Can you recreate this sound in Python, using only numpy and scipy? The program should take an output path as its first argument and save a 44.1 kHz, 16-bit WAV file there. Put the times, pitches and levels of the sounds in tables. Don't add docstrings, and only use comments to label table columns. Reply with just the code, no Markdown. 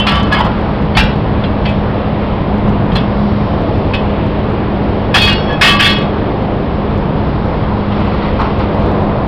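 import sys
import numpy as np
from scipy import signal
from scipy.fft import rfft, irfft
from scipy.io import wavfile
from scipy.ndimage import uniform_filter1d

SR = 44100
rng = np.random.default_rng(int(sys.argv[2]) if len(sys.argv) > 2 else 0)


def magnitude_from_level(level_db):
    exponent = np.asarray(level_db, float) / 20
    return 10 ** exponent


def generate_wav(signal):
    frames = np.transpose(np.atleast_2d(signal))
    scaled = np.clip(frames, -1, 1) * 32767
    pcm = np.round(scaled).astype(np.int16)
    wavfile.write(sys.argv[1], SR, pcm)


N = 408807
T = np.arange(N) / SR


def curve(table):
    s, *columns = np.transpose(table)
    return [np.interp(T, s, column) for column in columns]


def coloured(spectrum):
    hz, db = np.transpose(spectrum)
    f = np.fft.rfftfreq(N, 1 / SR) + 1
    gain = magnitude_from_level(np.interp(np.log(f), np.log(hz), db))
    y = irfft(rfft(rng.standard_normal(N)) * gain, N)
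    return y / y.std()


def walk(rate):
    k = int(SR / rate)
    levels = np.repeat(rng.standard_normal(N // k + 1), k)
    y = uniform_filter1d(uniform_filter1d(levels, k), k)[:N]
    return y / y.std()


def fade(t, t60):
    return np.exp(-np.log(1000) * t / np.maximum(t60, .01))


def gate(t, attack=.0008, release=.004):
    return (1 - np.exp(-(t - t[0]) / attack)) * (1 - np.exp((t - t[-1]) / release))


def add(out, s, sound):
    i = int(s * SR)
    out[i:i + len(sound)] += sound[:len(out) - i]


def bursts(events, rise_s):
    power = np.zeros((2, N))
    for s, db, held, t60, other_db in events:
        i = int(s * SR)
        t = T[:min(N - i, SR)]
        rise = 1 - np.exp(-t / max(rise_s, 1 / SR))
        shape = rise * fade(np.maximum(t - held, 0), t60)
        power[:, i:i + len(t)] += (magnitude_from_level(np.array([[db], [db + other_db]])) * shape) ** 2
    return np.sqrt(power)


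def small_modes(noise, width_hz=30, depth_db=4.5):
    spec = rfft(noise)
    k = int(width_hz * N / SR)
    comb = uniform_filter1d(np.repeat(rng.standard_normal(len(spec) // k + 1), k), k)[:len(spec)]
    y = irfft(spec * magnitude_from_level(depth_db * comb / comb.std()), N)
    return y / y.std()


# pitch in Hz, level in dB.
CLATTER = [(820, -35), (1400, -8), (1820, -3.5), (2320, -6), (3290, -1), (3800, -11.5), (4960, -16.5),
           (5900, -29), (7670, -64), (13000, -120)]


def bright_clatter(chatter):
    return small_modes(coloured(CLATTER)) * chatter


# pitch in Hz, level in dB.
RIM_BODY = [(400, -28.5), (650, -0.5), (1050, 0), (1450, -3.5), (2100, -39)]
# start in seconds, clatter level in dB, seconds held, seconds to fade by 60 dB,
# level of the dull part in dB compared with the clatter.
KNOCKS = [(0, -17, 0.0017, 0.22, -6), (.071, -7.5, 0.02, 0.58, -2), (.314, -17, 0.01, 0.61, 6.5),
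          (.326, -19, 0.013, 0.43, -0.5), (.365, -21, .02, 0.41, 8.5), (.409, -19.5, 0.008, 0.2, 4.5),
          (.445, -19.5, .006, 0.35, 7), (.949, -20, 0.013, 0.24, -13.5), (.972, -7, 0.013, 0.43, -10.5),
          (1.655, -19, 0.012, 0.37, -10.5), (2.954, -13, 0.0069, 0.25, -0.5),
          (3.936, -12.5, 0.0057, 0.2, -9.5), (5.144, -2, 0.021, 0.22, -3), (5.176, -10, .008, .15, -11),
          (5.195, -11, .004, 0.11, -8.5), (5.218, -7, .006, 0.14, -7.5), (5.238, -7.5, .004, 0.13, -5.5),
          (5.271, -8.5, 0.0049, 0.17, -10), (5.293, -9.5, 0.0045, .12, -6),
          (5.312, -12, 0.0066, 0.37, -6.5), (5.49, -25, .03, 0.27, -1), (5.614, 1.5, 0.054, 0.31, -6.5),
          (5.787, -20, .006, .2, -11.5), (5.795, -3, 0.026, 0.54, -11.5), (5.843, -5.5, 0.027, 0.25, -11.5),
          (5.91, -17.5, .01, 0.45, -7.5)]


def knocks():
    chatter = magnitude_from_level(1.85 * walk(120))
    bright_gain, dull_gain = magnitude_from_level(-7) * bursts(KNOCKS, rise_s=.0015)
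    return bright_gain * bright_clatter(chatter) + dull_gain * coloured(RIM_BODY) * chatter


def ring(modes, start, end):
    t = T[int(start * SR):int((end + .004) * SR)]
    flicker_db, flicker_step_s = 2.5, .014
    steps = np.arange(t[0], t[-1] + flicker_step_s, flicker_step_s)
    out = 0
    for hz, *dbs in modes:
        db = np.interp(t, np.linspace(start, end, num=len(dbs)), dbs)
        db = db + flicker_db * np.interp(t, steps, rng.standard_normal(len(steps)))
        tone = np.sin(2 * np.pi * (hz * t + rng.random()))
        for size, spread_hz in [(.22, 50), (.18, 120)]:
            twin_hz = hz + spread_hz * (rng.random() - .5)
            tone = tone + size * np.sin(2 * np.pi * (twin_hz * t + rng.random()))
        out = out + magnitude_from_level(db) * tone
    attack = .004 if start else 1 / SR
    return np.sqrt(2) * gate(t, attack) * out


# pitch in Hz, then levels in dB at even steps from strike to end.
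RING_LEFT_OVER = [(2713, -23, -26, -29), (3052, -15, -28, -29), (3391, -29, -35, -40),
                  (3725, -50, -46, -38), (4874, -47, -51, -68)]
RING_IN_BOWL = [(1152, -24, -17, -28, -40), (1340, -19, -25, -33, -39), (1658, -21, -31, -37, -42),
                (2175, -21, -33, -38, -45), (2482, -17, -40, -46, -57), (2643, -20, -36, -49, -46),
                (2837, -18, -35, -54, -56), (3047, -31, -21, -28, -51), (3381, -23, -33, -45, -54),
                (3505, -30, -35, -45, -47), (4107, -21, -44, -59, -59), (4380, -22, -46, -52, -60),
                (4786, -51, -40, -52, -52), (4893, -39, -43, -60, -65), (5250, -34, -50, -58, -64)]
RING_SLIDING = [(1077, -21, -33, -30), (1685, -12, -23, -33), (2175, -30, -24, -31), (2552, -23, -32, -54),
                (3042, -30, -27, -33), (3391, -29, -36, -33), (4237, -19, -47, -78), (4786, -38, -40, -47),
                (4888, -27, -37, -34)]
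RING_BOWL_FLOOR = [(872, -14, -32, -32), (969, -8, -38, -35), (1055, -37, -29, -26), (1394, -25, -35, -32),
                   (1981, -21, -43, -40), (3042, -21, -42, -53)]
RING_IN_BEAD = [(861, -19, -27, -36, -40), (1330, -15, -32, -37, -39), (1464, -33, -31, -37, -36),
                (1567, -30, -28, -41, -45), (1879, -20, -32, -50, -53), (1960, -36, -33, -41, -41),
                (2379, -16, -25, -36, -62), (2670, -12, -27, -43, -44), (2740, -25, -28, -42, -56),
                (2821, -20, -24, -37, -44), (3359, -24, -38, -52, -61), (3478, -23, -37, -48, -65),
                (3876, -19, -38, -44, -63), (3962, -33, -41, -49, -46), (4560, -22, -42, -50, -60),
                (4990, -30, -42, -52, -60), (5276, -37, -39, -57, -62), (5490, -34, -43, -52, -60)]
RING_PRYING = [(2042, -33, -36, -52), (2355, -36, -36, -50), (2567, -29, -31, -38), (2659, -37, -36, -60),
               (3216, -29, -40, -46), (3386, -28, -42, -48)]
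RING_ON_FLANGE = [(2705, -23, -37, -44), (3055, -32, -42, -51), (3369, -22, -40, -49),
                  (3520, -43, -50, -48), (4115, -23, -49, -62), (4723, -39, -50, -85)]
RING_LIFTED = [(2546, -17, -32, -48), (2610, -20, -36, -57), (2694, -35, -36, -64), (3052, -25, -38, -46),
               (3340, -27, -40, -52), (3512, -38, -40, -74), (4446, -38, -48, -70)]
# pitch in Hz, then levels in dB at even steps from strike to end.
RING_GRAZE = [(2551, -45, -35, -42), (2618, -38, -39, -52), (3044, -41, -42, -48), (3326, -36, -31, -54),
              (4360, -42, -45, -60), (5283, -47, -51, -62), (5741, -57, -58, -70)]
RING_TIP_DOWN = [(1723, -7, -34, -36, -33), (1873, -18, -25, -47, -47), (2180, -42, -26, -29, -41),
                 (2536, -8, -25, -15, -18), (2735, -22, -25, -30, -49), (2826, -24, -26, -40, -37),
                 (3047, -16, -30, -25, -26), (3327, -16, -13, -20, -17), (3580, -43, -22, -25, -35),
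                 (3763, -18, -32, -29, -26), (4064, -29, -25, -41, -46), (4145, -26, -28, -37, -42),
                 (4360, -35, -34, -19, -25), (4624, -46, -33, -26, -32), (4786, -19, -30, -46, -43),
                 (4888, -24, -31, -33, -41), (5281, -60, -34, -39, -36)]
RING_AIRBORNE = [(1152, -21, -33, -42, -49), (1529, -35, -33, -36, -45), (1884, -42, -39, -40, -46),
                 (2196, -30, -30, -52, -50), (2541, -19, -21, -45, -46), (2837, -23, -18, -39, -50),
                 (2912, -35, -36, -36, -56), (3332, -13, -24, -34, -37), (3752, -24, -37, -41, -63),
                 (4064, -36, -30, -57, -58), (4404, -27, -29, -36, -49), (4748, -27, -40, -49, -64),
                 (4888, -26, -47, -57, -54), (5286, -41, -47, -47, -47), (5739, -49, -54, -51, -51)]
RING_FLAT = [(1152, -15, -20, -18, -20), (1680, -11, -36, -36, -35), (1750, -41, -28, -36, -40),
             (1873, -19, -14, -26, -38), (2169, -15, -16, -26, -36), (2552, -18, -17, -28, -37),
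             (2616, -17, -15, -19, -31), (2842, -26, -16, -40, -37), (3052, -42, -23, -25, -32),
             (3219, -25, -23, -34, -43), (3332, -30, -17, -24, -34), (3537, -33, -19, -38, -36),
             (3768, -31, -26, -36, -52), (4145, -29, -21, -35, -41), (4237, -25, -30, -49, -61),
             (4414, -33, -29, -36, -39), (4775, -28, -25, -38, -42), (4893, -20, -29, -37, -45),
             (5281, -16, -40, -47, -51), (5739, -26, -47, -59, -60)]
RING_REBOUND = [(1152, -22, -20), (1653, -14, -22), (2175, -19, -16), (2541, -15, -26), (2600, -19, -27),
                (2821, -22, -21), (3068, -13, -28), (3219, -29, -26), (3327, -23, -23), (3526, -25, -22),
                (4404, -26, -27), (4775, -31, -32), (4872, -36, -33)]
RING_SETTLING = [(1152, -23, -22, -31, -30), (1707, -21, -42, -45, -42), (1879, -23, -34, -48, -52),
                 (2180, -20, -24, -43, -40), (2562, -32, -26, -31, -39), (2622, -19, -22, -39, -63),
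                 (2837, -20, -30, -42, -46), (2907, -43, -28, -34, -56), (3036, -31, -27, -56, -53),
                 (3327, -12, -18, -29, -45), (3521, -16, -27, -44, -63), (3763, -41, -34, -42, -43),
                 (4107, -26, -29, -47, -51), (4355, -31, -31, -45, -49), (4630, -26, -33, -52, -60),
                 (4770, -23, -42, -57, -58), (5292, -46, -33, -46, -63), (5728, -48, -39, -53, -71)]
# start in seconds, end in seconds, ringing tones, ring level in dB, crack level in dB.
RINGS = [(0, 0.064, RING_LEFT_OVER, 1.5, -39), (0.067, 0.325, RING_IN_BOWL, -2, -8),
         (0.321, 0.406, RING_SLIDING, 0, -20), (0.403, 0.513, RING_BOWL_FLOOR, 0, -19),
         (0.969, 1.129, RING_IN_BEAD, 2, -3), (1.652, 1.734, RING_PRYING, 0.5, -20),
         (2.953, 3.057, RING_ON_FLANGE, -0.5, -19.5), (3.935, 4.033, RING_LIFTED, -1.5, -26),
         (5.141, 5.268, RING_TIP_DOWN, 0, -10), (5.263, 5.47, RING_AIRBORNE, 0, -18),
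         (5.467, 5.615, RING_GRAZE, -0.5, -45), (5.611, 5.792, RING_FLAT, 1.5, -6.5),
         (5.791, 5.843, RING_REBOUND, -1, -14.5), (5.834, 6.066, RING_SETTLING, -0.5, -25.5)]
# (pitch in Hz, levels in dB from early to late).
LONG_RINGS = [
    (5.488, 5.562, [(1698, -24, -24, -30)]),
    (.948, .972, [(2186, -28, -27), (3068, -31, -27), (3420, -26, -38), (4296, -30, -34), (4620, -33, -38)]),
    (1.44, 1.49, [(4050, -38, -50), (2740, -34, -42)]),
    (6.068, 6.16, [(1152, -34, -44), (2562, -42, -54), (3327, -43, -54), (5292, -60, -70)]),
]


def ringing():
    out, t = np.zeros(N), T[:SR // 5]
    crack = coloured([(300, -30.0), (700, 1.0), (3500, -5.0), (5800, -19)])
    for start, end, modes, ring_db, crack_db in RINGS:
        i = int(start * SR)
        add(out, start, magnitude_from_level(ring_db) * ring(modes, start, end))
        snap = gate(t) * fade(t, t60=0.1) * crack[i:i + len(t)]
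        add(out, start, magnitude_from_level(crack_db) * snap)
    for start, end, modes in LONG_RINGS:
        add(out, start, ring(modes, start, end))
    return out


# time in seconds, level of the firing tone in dB.
LOAD = [(0, -18), (.5, -22), (1.0, -19.5), (1.9, -22.5), (2.2, -18), (2.9, -23.5), (3.25, -14),
        (3.7, -25.5), (4.0, -18.5), (4.4, -22), (5.5, -21), (6.2, -20), (7.3, -25.5), (7.8, -21),
        (8.5, -23), (9.27, -21)]
# pitch in Hz, level in dB.
DRONE_SIDES = [(64, -27), (103, -26.5), (155, -29.5), (287, -33.5)]


def engine():
    firing_hz, swell_db, swells_per_s = 205.3, 1.6, 4
    db = curve(LOAD)[0] + swell_db * walk(swells_per_s)
    out = magnitude_from_level(db + 1.4 * walk(6.8)) * np.sin(2 * np.pi * firing_hz * T + 0.18 * walk(10))
    for side_hz, side_db in DRONE_SIDES:
        side = np.sin(2 * np.pi * side_hz * T + 0.94 * walk(4))
        out = out + magnitude_from_level(side_db + 2.2 * walk(5.7)) * side
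    return np.sqrt(2) * out


# pitch in Hz, level in dB.
ROAD = [(10, -32.5), (18, -12), (32, -7.5), (64, -4.5), (150, -6.5), (240, -9.5), (484, -11.5),
        (1080, -18.5), (1460, -26.5), (2200, -31), (3320, -35), (4590, -44.5), (5300, -50.5), (6000, -56.5),
        (7000, -89)]


def road():
    spec = rfft(coloured(ROAD))
    f = np.fft.rfftfreq(N, 1 / SR) + 1
    out = 0
    for hz in 22 * 2. ** np.arange(9):
        octaves_off = np.log2(np.clip(f, 22, 5632) / hz)
        share = np.clip(1 - abs(octaves_off), 0, 1)
        swell = magnitude_from_level(0.9 * walk(1.673) + 0.67 * walk(11))
        out = out + swell * irfft(spec * share, N)
    return magnitude_from_level(-14.5) * out


# start in seconds, peak in dB, pitch in Hz, seconds to fade by 60 dB.
TICKS = [
    (.249, -22, 4300, .12),
    (1.437, -11.5, 3450, 0.13),
    (1.657, -15, 4560, .1),
    (2.918, -15.5, 3190, 0.14),
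    (7.919, -18, 3080, 0.14),
]


def ticks():
    out, t = np.zeros(N), T[:SR // 5]
    bright = bright_clatter(magnitude_from_level(1.85 * walk(120)))
    for s, peak_db, hz, t60 in TICKS:
        i = int(s * SR)
        ping = np.sin(2 * np.pi * hz * t) * fade(t, .5 * t60)
        puff = fade(t, t60) * bright[i:i + len(t)]
        add(out, s, magnitude_from_level(peak_db - 13.0) * gate(t) * (1.6 * ping + puff))
    return out


# pitch in Hz, level in dB.
CARCASS = [(52, -1), (122, 0), (172, 0), (245, -12.5)]
# start in seconds, peak in dB, seconds to fade by 60 dB.
THUMPS = [
    (0.944, 0.5, 0.26),
    (0.961, -0.5, 0.27),
    (0.981, 4, 0.31),
    (1.01, 0, 0.16),
    (2.914, 1.5, 0.31),
    (2.958, -1, 0.35),
    (3.932, -3, .12),
    (5.075, -5, 0.45),
]


def tyre_thumps():
    out, t = np.zeros(N), T[:SR // 2]
    boom = sum(magnitude_from_level(db) * np.sin(2 * np.pi * hz * t) for hz, db in CARCASS)
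    for s, peak_db, t60 in THUMPS:
        add(out, s, magnitude_from_level(peak_db - 8.0) * (1 - np.exp(-t / 0.0097)) * fade(t, t60) * boom)
    return out


# start in seconds, level in dB, seconds held, seconds to fade by 60 dB,
# treble in dB compared with the level.
SCUFFS = [
    (7.755, -30.5, .02, 0.4, -6.5),
    (7.9, -26.5, 0.31, 0.87, -8.5),
    (8.21, -27.5, 0.013, 0.75, -3.5),
    (8.388, -15, 0.016, 0.55, -12),
    (8.44, -27, 0.028, 0.28, -16),
    (8.59, -19.5, 0.022, 0.2, -9.5),
    (8.82, -31, 0.037, 0.33, -9),
]


def tyre_scuffs():
    low_gain, high_gain = bursts(SCUFFS, rise_s=0.0079)
    low = coloured([(400, -34.5), (750, 0), (1050, 3.5), (1450, -2.5), (2200, -30.0)])
    high = coloured([(1200, -42.5), (1900, 9.5), (3100, 2.5), (4500, -4.5), (6000, -25.0)])
    roughness = magnitude_from_level(1.5 * walk(60) + 0.79 * walk(300))
    return roughness * (low_gain * low + high_gain * high)


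def scene():
    iron = knocks() + ringing() + ticks()
    tyre = tyre_thumps() + tyre_scuffs()
    return (iron + engine() + road() + tyre)[None]


def low_pass(x):
    return signal.sosfilt(signal.butter(12, 15810, fs=SR, output="sos"), x)


def record(dry):
    top_hz, overload, offset = 6750, .715, .008
    cut = signal.cheby2(8, 40, top_hz, fs=SR, output="sos")
    dull = signal.sosfiltfilt(cut, np.clip(dry, -.8, .8))
    mix = np.clip(dull, -overload, overload) + offset
    return low_pass(mix)


dry = scene()
out = record(dry)
generate_wav(out)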